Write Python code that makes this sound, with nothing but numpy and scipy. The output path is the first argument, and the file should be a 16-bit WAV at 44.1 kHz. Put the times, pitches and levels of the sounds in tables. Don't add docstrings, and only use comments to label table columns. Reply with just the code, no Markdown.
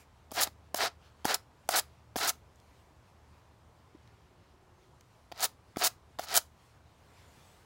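import sys
import numpy as np
from scipy import signal
from scipy.io import wavfile
from scipy.ndimage import uniform_filter1d

SR = 44100
rng = np.random.default_rng(int(sys.argv[2]) if len(sys.argv) > 2 else 0)


def inscribe(sig):
    pcm = np.round(np.clip(np.atleast_2d(sig).T, -1, 1) * 32767)
    wavfile.write(sys.argv[1], SR, pcm.astype(np.int16))


def to_linear_factor(level_db):
    exponent = np.asarray(level_db, float) / 20
    return 10 ** exponent


N = 337365

# pitch in Hz, width in Hz, level in dB.
PIN_MODES = [(3120, 400, -1), (3830, 760, 1), (4560, 1200, 3), (5130, 1000, -0.5), (6960, 970, -13)]
# pitch in Hz, width in Hz, level in dB.
TIP_MODES = [(5000, 650, -3), (6830, 1800, -1), (10760, 2300, -3.5), (12620, 1400, -4.5),
             (16200, 2400, -2.5)]
FREE_DB_S = 1801


def evened(x):
    return x / np.sqrt(np.mean(x ** 2) + 1e-20)


def columns(rows, t):
    s, *values = np.transpose(rows)
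    return [np.interp(t, s, v) for v in values]


def add(mix, s, sound):
    part = mix[round(s * SR):][:len(sound)]
    part += sound[:len(part)]


def resonate(x, hz, width):
    return signal.lfilter(*signal.iirpeak(min(hz, 0.45 * SR), hz / width, SR), x)


def body(x, modes):
    total = 0
    for k, (hz, width, db) in enumerate(modes):
        total = total + (-1) ** k * to_linear_factor(db) * resonate(x, hz, width)
    return evened(total)


def slips(per_s, spread_db, clump_db, clump_s):
    chance, size, sign, drift = rng.random((N, 4)).T
    height = to_linear_factor(-spread_db * np.log(size * 0.98 + 0.02))
    clicks = (chance < per_s / SR) * height * np.sign(sign - 0.5)
    span = max(round(clump_s * SR), 2)
    clumps = evened(uniform_filter1d(uniform_filter1d(drift - 0.5, span), span))
    return clicks * to_linear_factor(clump_db * clumps)


def shaped(spectrum, gain_db, patch_db):
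    hz = np.fft.rfftfreq(1024, 1 / SR)
    a, b, patches = rng.standard_normal((N // 256 + 5, 513, 3)).T
    patches = evened(uniform_filter1d(uniform_filter1d(patches, 10, 0), 12, 1))
    f, db = np.transpose(spectrum)
    colour_db = np.interp(np.log(hz + 1), np.log(f), db)[:, None]
    z = (a + 1j * b) * to_linear_factor(colour_db + gain_db + patch_db * patches)
    return signal.istft(z, nperseg=1024, noverlap=768)[1][:N]


def raking():
    # pitch in Hz, width in Hz, level in dB.
    pad_modes = [(313, 160, -20), (410, 100, -10), (716, 100, 0.5), (1000, 170, -8), (1280, 150, -2.5),
                 (1800, 900, -8.5)]
    # time in seconds, pad ringing in dB.
    press = [
        [(0.332, -61.5), (0.346, -52.5), (0.372, -34), (0.396, -30.5), (0.432, -34.5), (0.464, -49.5),
         (0.474, -43.5), (0.5, -76)],
        [(0.762, -49), (0.772, -43.5), (0.786, -45.5)],
        [(0.794, -37), (0.816, -28.5), (0.872, -34.5), (0.91, -71), (0.92, -66)],
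        [(1.266, -41.5), (1.302, -30), (1.354, -36.5), (1.368, -55.5), (1.39, -71)],
        [(1.703, -46.5), (1.717, -42.5), (1.741, -29.5), (1.795, -33.5), (1.835, -76.5)],
        [(2.175, -52), (2.187, -34), (2.193, -48.5), (2.209, -32), (2.245, -32), (2.305, -37), (2.33, -76.5)],
        [(5.34, -69.5), (5.346, -63.5), (5.426, -36), (5.456, -33.5), (5.48, -72.5), (5.49, -70)],
        [(5.784, -55.5), (5.822, -30.5), (5.874, -32.5), (5.89, -59), (5.905, -58.5)],
        [(6.207, -52.5), (6.223, -54), (6.239, -44.5), (6.255, -57), (6.305, -43.5), (6.311, -39),
         (6.379, -29.5), (6.41, -70)],
    ]
    slide_lead_s = 0.0066
    drag = evened(slips(per_s=2200, spread_db=3.0, clump_db=1.5, clump_s=0.0012))
    flick = evened(slips(per_s=3000, spread_db=3.8, clump_db=3.0, clump_s=0.0015))
    layers = [wires(pad_modes, 1.2 * drag, 1500, 2.0),
              wires(PIN_MODES, drag, 2500, 2.5),
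              wires(TIP_MODES, 1.1 * flick, 6000, 2.0)]
    pad, tip = np.zeros(N), tips()
    for rows in press:
        last_s = rows[-1][0]
        t = np.arange(rows[0][0] - slide_lead_s, last_s + 0.05, 1 / SR)
        add(pad, t[0], to_linear_factor(columns(rows, t)[0] - FREE_DB_S * np.maximum(t - last_s, 0)))
    pins = np.hypot(to_linear_factor(-3.5) * pad, to_linear_factor(-8) * tip)
    gains = uniform_filter1d(np.array([pad, pins, tip]), 130)
    return (gains * layers).sum(0)


def wires(modes, shared, per_s, clump_db):
    own = [slips(per_s, spread_db=3.0, clump_db=clump_db, clump_s=0.002) for _ in modes]
    total = 0
    for k, (catches, (hz, width, db)) in enumerate(zip(own, modes)):
        total = total + (-1) ** k * to_linear_factor(db) * resonate(evened(catches) + shared, hz, width)
    return evened(total)


def tips():
    # start in seconds, end in seconds, first level in dB, last level in dB.
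    runs = [(0.335, 0.398, -45, -45), (0.406, 0.439, -32.5, -25), (0.756, 0.782, -40, -37),
            (.79, 0.858, -49.5, -43.5), (1.258, 1.328, -41, -47.5), (1.339, 1.348, -29, -29),
            (1.703, 1.748, -37, -43), (1.755, 1.793, -29.5, -28), (2.167, 2.225, -35.5, -46.5),
            (2.228, 2.272, -42.5, -41.5), (2.273, 2.3, -31.5, -28.5), (5.369, 5.397, -68.5, -52.5),
            (5.403, 5.42, -40, -40.5), (5.426, 5.454, -30, -28), (5.78, 5.829, -44, -45.5),
            (5.838, 5.874, -27.5, -26.5), (6.2, 6.248, -57.5, -49), (6.284, 6.318, -56.5, -53),
            (6.32, 6.343, -45.5, -43), (6.349, 6.379, -30.5, -23), (6.386, 6.382, -30.5, -34.5)]
    catch_s = 0.0035
    out = np.zeros(N)
    for start, end, first_db, last_db in runs:
        t = np.arange(0, end - start + 0.12, 1 / SR)
        late = np.maximum(t - (end - start), 0)
        parted = to_linear_factor(-FREE_DB_S * late) + to_linear_factor(-29.5 - 449 * late)
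        course = to_linear_factor(np.interp(t, [0, end - start], [first_db, last_db]))
        add(out, start, np.minimum(t / catch_s, 1) * course * parted)
    return out


def snaps():
    # time in seconds, peak in dB, main pitch in Hz.
    torn_rows = [(0.4063, -14.5, 4900), (0.418, -14, 6120), (0.4244, -17.5, 10400), (0.4346, -8.5, 4730),
                 (0.7455, -15, 6000), (1.3105, -21, 3340), (1.3438, -6.5, 5000), (1.351, -23.5, 4510),
                 (1.6893, -12.5, 5040), (1.76, -9.5, 6400), (1.7854, -13.5, 10400), (1.7899, -12, 6580),
                 (1.7958, -11.5, 9370), (2.2335, -17, 4740), (2.2476, -14, 6140), (2.2768, -20, 4720),
                 (2.2934, -8.5, 5330), (5.4058, -21.5, 6530), (5.4263, -14, 8200), (5.4425, -6.5, 8200),
                 (5.836, -10.5, 4680), (5.842, -10, 5180), (5.87, -15, 4830), (6.342, -10.5, 6470),
                 (6.35, -10.5, 4130), (6.3564, -7.5, 10350), (6.365, -3.5, 5990), (6.3674, -6.5, 8400),
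                 (6.375, -5, 7100), (6.3819, -20.5, 5040)]
    # time in seconds, peak in dB, main pitch in Hz.
    ticks = [(0.3329, -34.5, 5530), (0.473, -22.5, 3280), (2.3369, -38, 4130), (2.5581, -45, 6660),
             (2.6, -39.5, 5500), (4.0751, -43.5, 3700), (4.2194, -57, 3550), (5.0104, -40, 2600),
             (5.009, -37, 7000), (5.3209, -24, 3120), (5.361, -42.5, 4280), (5.227, -55.5, 3000),
             (5.3774, -27, 3820), (6.2159, -31, 4720), (6.2499, -35, 4960), (6.2735, -29, 4250),
             (6.2853, -19, 4210), (6.258, -31, 4500), (6.2215, -29.5, 4500), (6.2979, -26, 4330),
             (6.2907, -24, 4770), (6.305, -22.5, 4530), (1.678, -43, 6000), (2.2572, -20, 4340),
             (5.396, -18, 4500), (5.418, -18.5, 6900)]
    out, t = np.zeros(N), np.arange(1500) / SR
    click = 1.0 * (np.arange(len(t)) == 30)
    crack = body(click, PIN_MODES + TIP_MODES)
    crack = crack / abs(crack).max()
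    # tip level in dB, strength of the crack
    rows = [(*row, -10, 1.195) for row in torn_rows] + [(*row, -23, 0.21) for row in ticks]
    noises = rng.standard_normal((len(rows), len(t)))
    fade = (1 - np.exp(-t / 0.00028)) * to_linear_factor(-60 * t / 0.008)
    for (s, db, hz, tips_db, lead), noise in zip(rows, noises):
        burst = 0.6 * evened(resonate(noise, hz, 0.31 * hz)) + to_linear_factor(tips_db + 3.0) * body(noise, TIP_MODES)
        add(out, s, to_linear_factor(db - 7.5) * (burst * fade + lead * crack))
    return out


def knocks():
    # time in seconds, peak in dB, pad pitch in Hz,
    # thud in dB over the peak, tip clash in dB over the peak.
    blows = [(0.316, -40, 830, -12, 8.5), (0.3203, -37.5, 650, -6, -11), (0.4727, -34.5, 790, -10.5, -5),
             (0.744, -22.5, 682, -17, -2), (1.2525, -19.5, 816, -7.5, 0), (1.6898, -18, 717, -29, 0),
             (2.1623, -25, 735, -8, -0.5), (3.9514, -59, 600, -20, -20), (5.76, -37.5, 1320, -13, -20),
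             (5.7692, -28, 710, -1.5, -3.5), (6.1935, -24.5, 717, -21.5, -3.5)]
    # time in seconds, peak in dB, pad pitch in Hz, pin clash in dB over the peak.
    touches = [(0.308, -53, 670, 9), (1.2458, -34.5, 860, 7.5), (2.158, -27, 630, -5),
               (5.316, -39, 640, -2.5), (5.322, -37, 716, -8), (6.187, -35, 1000, 5.5)]
    out, t = np.zeros(N), np.arange(2600) / SR
    rows = [(s, db, hz, thud, -13.5, tip) for s, db, hz, thud, tip in blows]
    rows += [(s, db, hz, -16, pin, -12) for s, db, hz, pin in touches]
    noises = rng.standard_normal((len(rows), len(t)))
    contact = t / 0.0015 * np.exp(1 - t / 0.0015)
    thud = 2.53 * np.sin(2 * np.pi * 290 * t) * t / 0.0014 * np.exp(1 - t / 0.0011)
    settle = to_linear_factor(-60 * t / 0.012) + 0.2 * to_linear_factor(-60 * t / 0.08)
    onset = 1 - np.exp(-t / 0.00051)
    for (s, db, hz, thud_db, pins_db, tips_db), noise in zip(rows, noises):
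        ring = contact * (-np.sin(2 * np.pi * hz * t) + 0.44 * evened(resonate(noise, 1.53 * hz, 620)))
        clash = to_linear_factor(pins_db) * body(noise, PIN_MODES) + to_linear_factor(tips_db) * body(noise, TIP_MODES)
        clash = 0.7 * clash * settle * onset
        add(out, s, to_linear_factor(db - 1.0) * (ring + to_linear_factor(thud_db) * thud + clash))
    return out


def bump():
    start_s, level_db, pitch_hz, contact_s = 3.948, -45, 314, 0.0027
    out, t = np.zeros(N), np.arange(2000) / SR
    push = t / contact_s * np.exp(1 - t / contact_s)
    add(out, start_s, to_linear_factor(level_db) * push * np.sin(2 * np.pi * pitch_hz * t))
    return out


def yard(x):
    t = np.arange(SR // 3) / SR
    taps = rng.choice([-1.0, 1.0], len(t)) * (rng.random(len(t)) < 2500 / SR) * (t > 0.004)
    dull = signal.lfilter([0.4], [1, -0.6], taps)
    bright = taps - dull
    tail = dull * to_linear_factor(-60 * t / 0.2) + 0.6 * bright * to_linear_factor(-60 * t / 0.13)
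    return signal.fftconvolve(x, tail / np.linalg.norm(tail))[:N]


def rustle():
    # frequency in Hz, level in dB per Hz.
    cloth = [(760, -31), (1300, -2), (1510, -2.5), (2130, -4), (4680, -8.5), (7430, -11), (16000, -20)]
    frames = np.arange(N // 256 + 5) * 256 / SR
    level, fine_db = arms(frames)
    fine_db = np.clip(fine_db + 3.5, -10, 12)
    above = np.clip(np.fft.rfftfreq(1024, 1 / SR) / 3500 - 1.3, 0, 1)[:, None]
    hiss = shaped(cloth, above * fine_db, patch_db=2.5)
    hiss = hiss / np.std(resonate(hiss, 3500, 4800))
    crackle = body(slips(per_s=600, spread_db=6.0, clump_db=2.5, clump_s=0.035), PIN_MODES)
    level = to_linear_factor(0.5) * np.interp(np.arange(N) / SR, frames, level)
    return level * (hiss + 0.12 * crackle)


def arms(t):
    # middle in seconds, half length in seconds, rustle in dB, fine hiss in dB over the rustle.
    moves = [(0, 0.035, -66, -1), (0.177, .06, -82.5, -10), (0.666, .04, -82.5, -11.5),
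             (1.056, .04, -66.5, -14), (1.229, 0.08, -75.5, -9), (1.65, .08, -80, -7),
             (1.925, .1, -78, -11), (2.719, 0.22, -78, -5), (3.084, .04, -78, -7.5),
             (3.346, .12, -78, -8.5), (3.775, .08, -83, -6.5), (4.114, 0.2, -77.5, -14),
             (4.463, 0.079, -78.5, -15.5), (4.834, 0.056, -75, -11), (5.152, 0.17, -80.5, -4.5),
             (5.706, .06, -77, -9), (6.132, .06, -79, -7), (6.66, 0.11, -73.5, -5.5), (6.9, .04, -77, -11),
             (7.045, 0.12, -77, -5), (7.206, .05, -71.5, -9), (7.436, 0.24, -70, -2.5)]
    still_db, still_fine_db = -88, 0
    s, half, db, fine_db = np.transpose(moves)[:, :, None]
    swells = to_linear_factor(db) * np.exp(-((t - s) / half) ** 2)
    level = to_linear_factor(still_db) + swells.sum(0)
    return level, (to_linear_factor(still_db) * still_fine_db + (swells * fine_db).sum(0)) / level


def street():
    # frequency in Hz, level in dB per Hz.
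    air = [(18, -35), (30, -10), (55, -4), (81, 3.5), (131, -4), (174, -8.5), (311, -12), (384, -12),
           (526, -12.5), (1010, -12.5), (1720, -22), (7270, -34), (16000, -46)]
    # time in seconds, level in dB.
    traffic = [(0, -65), (2.5, -65), (5.5, -65.5), (6, -65.5), (6.9, -65.5), (7.25, -63), (7.65, -63.5)]
    # time in seconds, level in dB.
    engine = [(0.0, -66.5), (0.53, -59.5), (1.3, -65), (1.36, -75.5), (1.89, -60.5), (2.85, -69.5),
              (3.32, -60), (3.77, -78), (4.01, -64.5), (4.32, -77), (4.67, -68), (5.24, -72), (5.43, -88),
              (5.56, -63), (5.69, -74), (6.47, -59.5), (6.56, -67.5), (7.65, -76)]
    # time in seconds, level in dB.
    passing = [
        (3.8, -96),
        (4.1, -76),
        (4.9, -71),
        (5.2, -92),
    ]
    hum_hz, drone_hz = 76, 365.4
    t = np.arange(N) / SR
    wash = shaped(air, 0, patch_db=0.78)
    wash = wash / np.std(resonate(wash, 500, 1400))
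    a, b = rng.standard_normal((2, N))
    wander_hz = 0.45 * evened(uniform_filter1d(uniform_filter1d(a, size=9000), size=9000))
    hum = np.sqrt(2) * np.sin(2 * np.pi * np.cumsum(hum_hz + wander_hz) / SR)
    hum = hum + 0.3 * evened(resonate(resonate(a, hum_hz, 6), hum_hz, 6))
    overtone = evened(resonate(resonate(b, 1.5 * hum_hz, 14), 1.5 * hum_hz, 14))
    hum = hum + to_linear_factor(-5.5) * overtone
    drone = evened(resonate(resonate(b, drone_hz, 40), drone_hz, 40))
    wash = to_linear_factor(columns(traffic, t)[0]) * wash
    hum = to_linear_factor(columns(engine, t)[0] - 1.0) * hum
    return wash + hum + to_linear_factor(columns(passing, t)[0]) * drone


def scene():
    brushes = raking() + knocks() + snaps() + bump()
    return (brushes + to_linear_factor(-22.5) * yard(brushes) + street() + rustle())[None]


def band_limit(x):
    return signal.sosfilt(signal.butter(12, 17140, fs=SR, output="sos"), x)


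def record(dry):
    edge_hz = 15950
    x = signal.sosfilt(signal.butter(2, 45, "high", fs=SR, output="sos"), dry)
    under = signal.oaconvolve(x, signal.firwin(401, edge_hz, fs=SR)[None], "same")
    spill = to_linear_factor(-36) * (x - under)
    return band_limit(under + spill)


dry = scene()
out = record(dry)
inscribe(out)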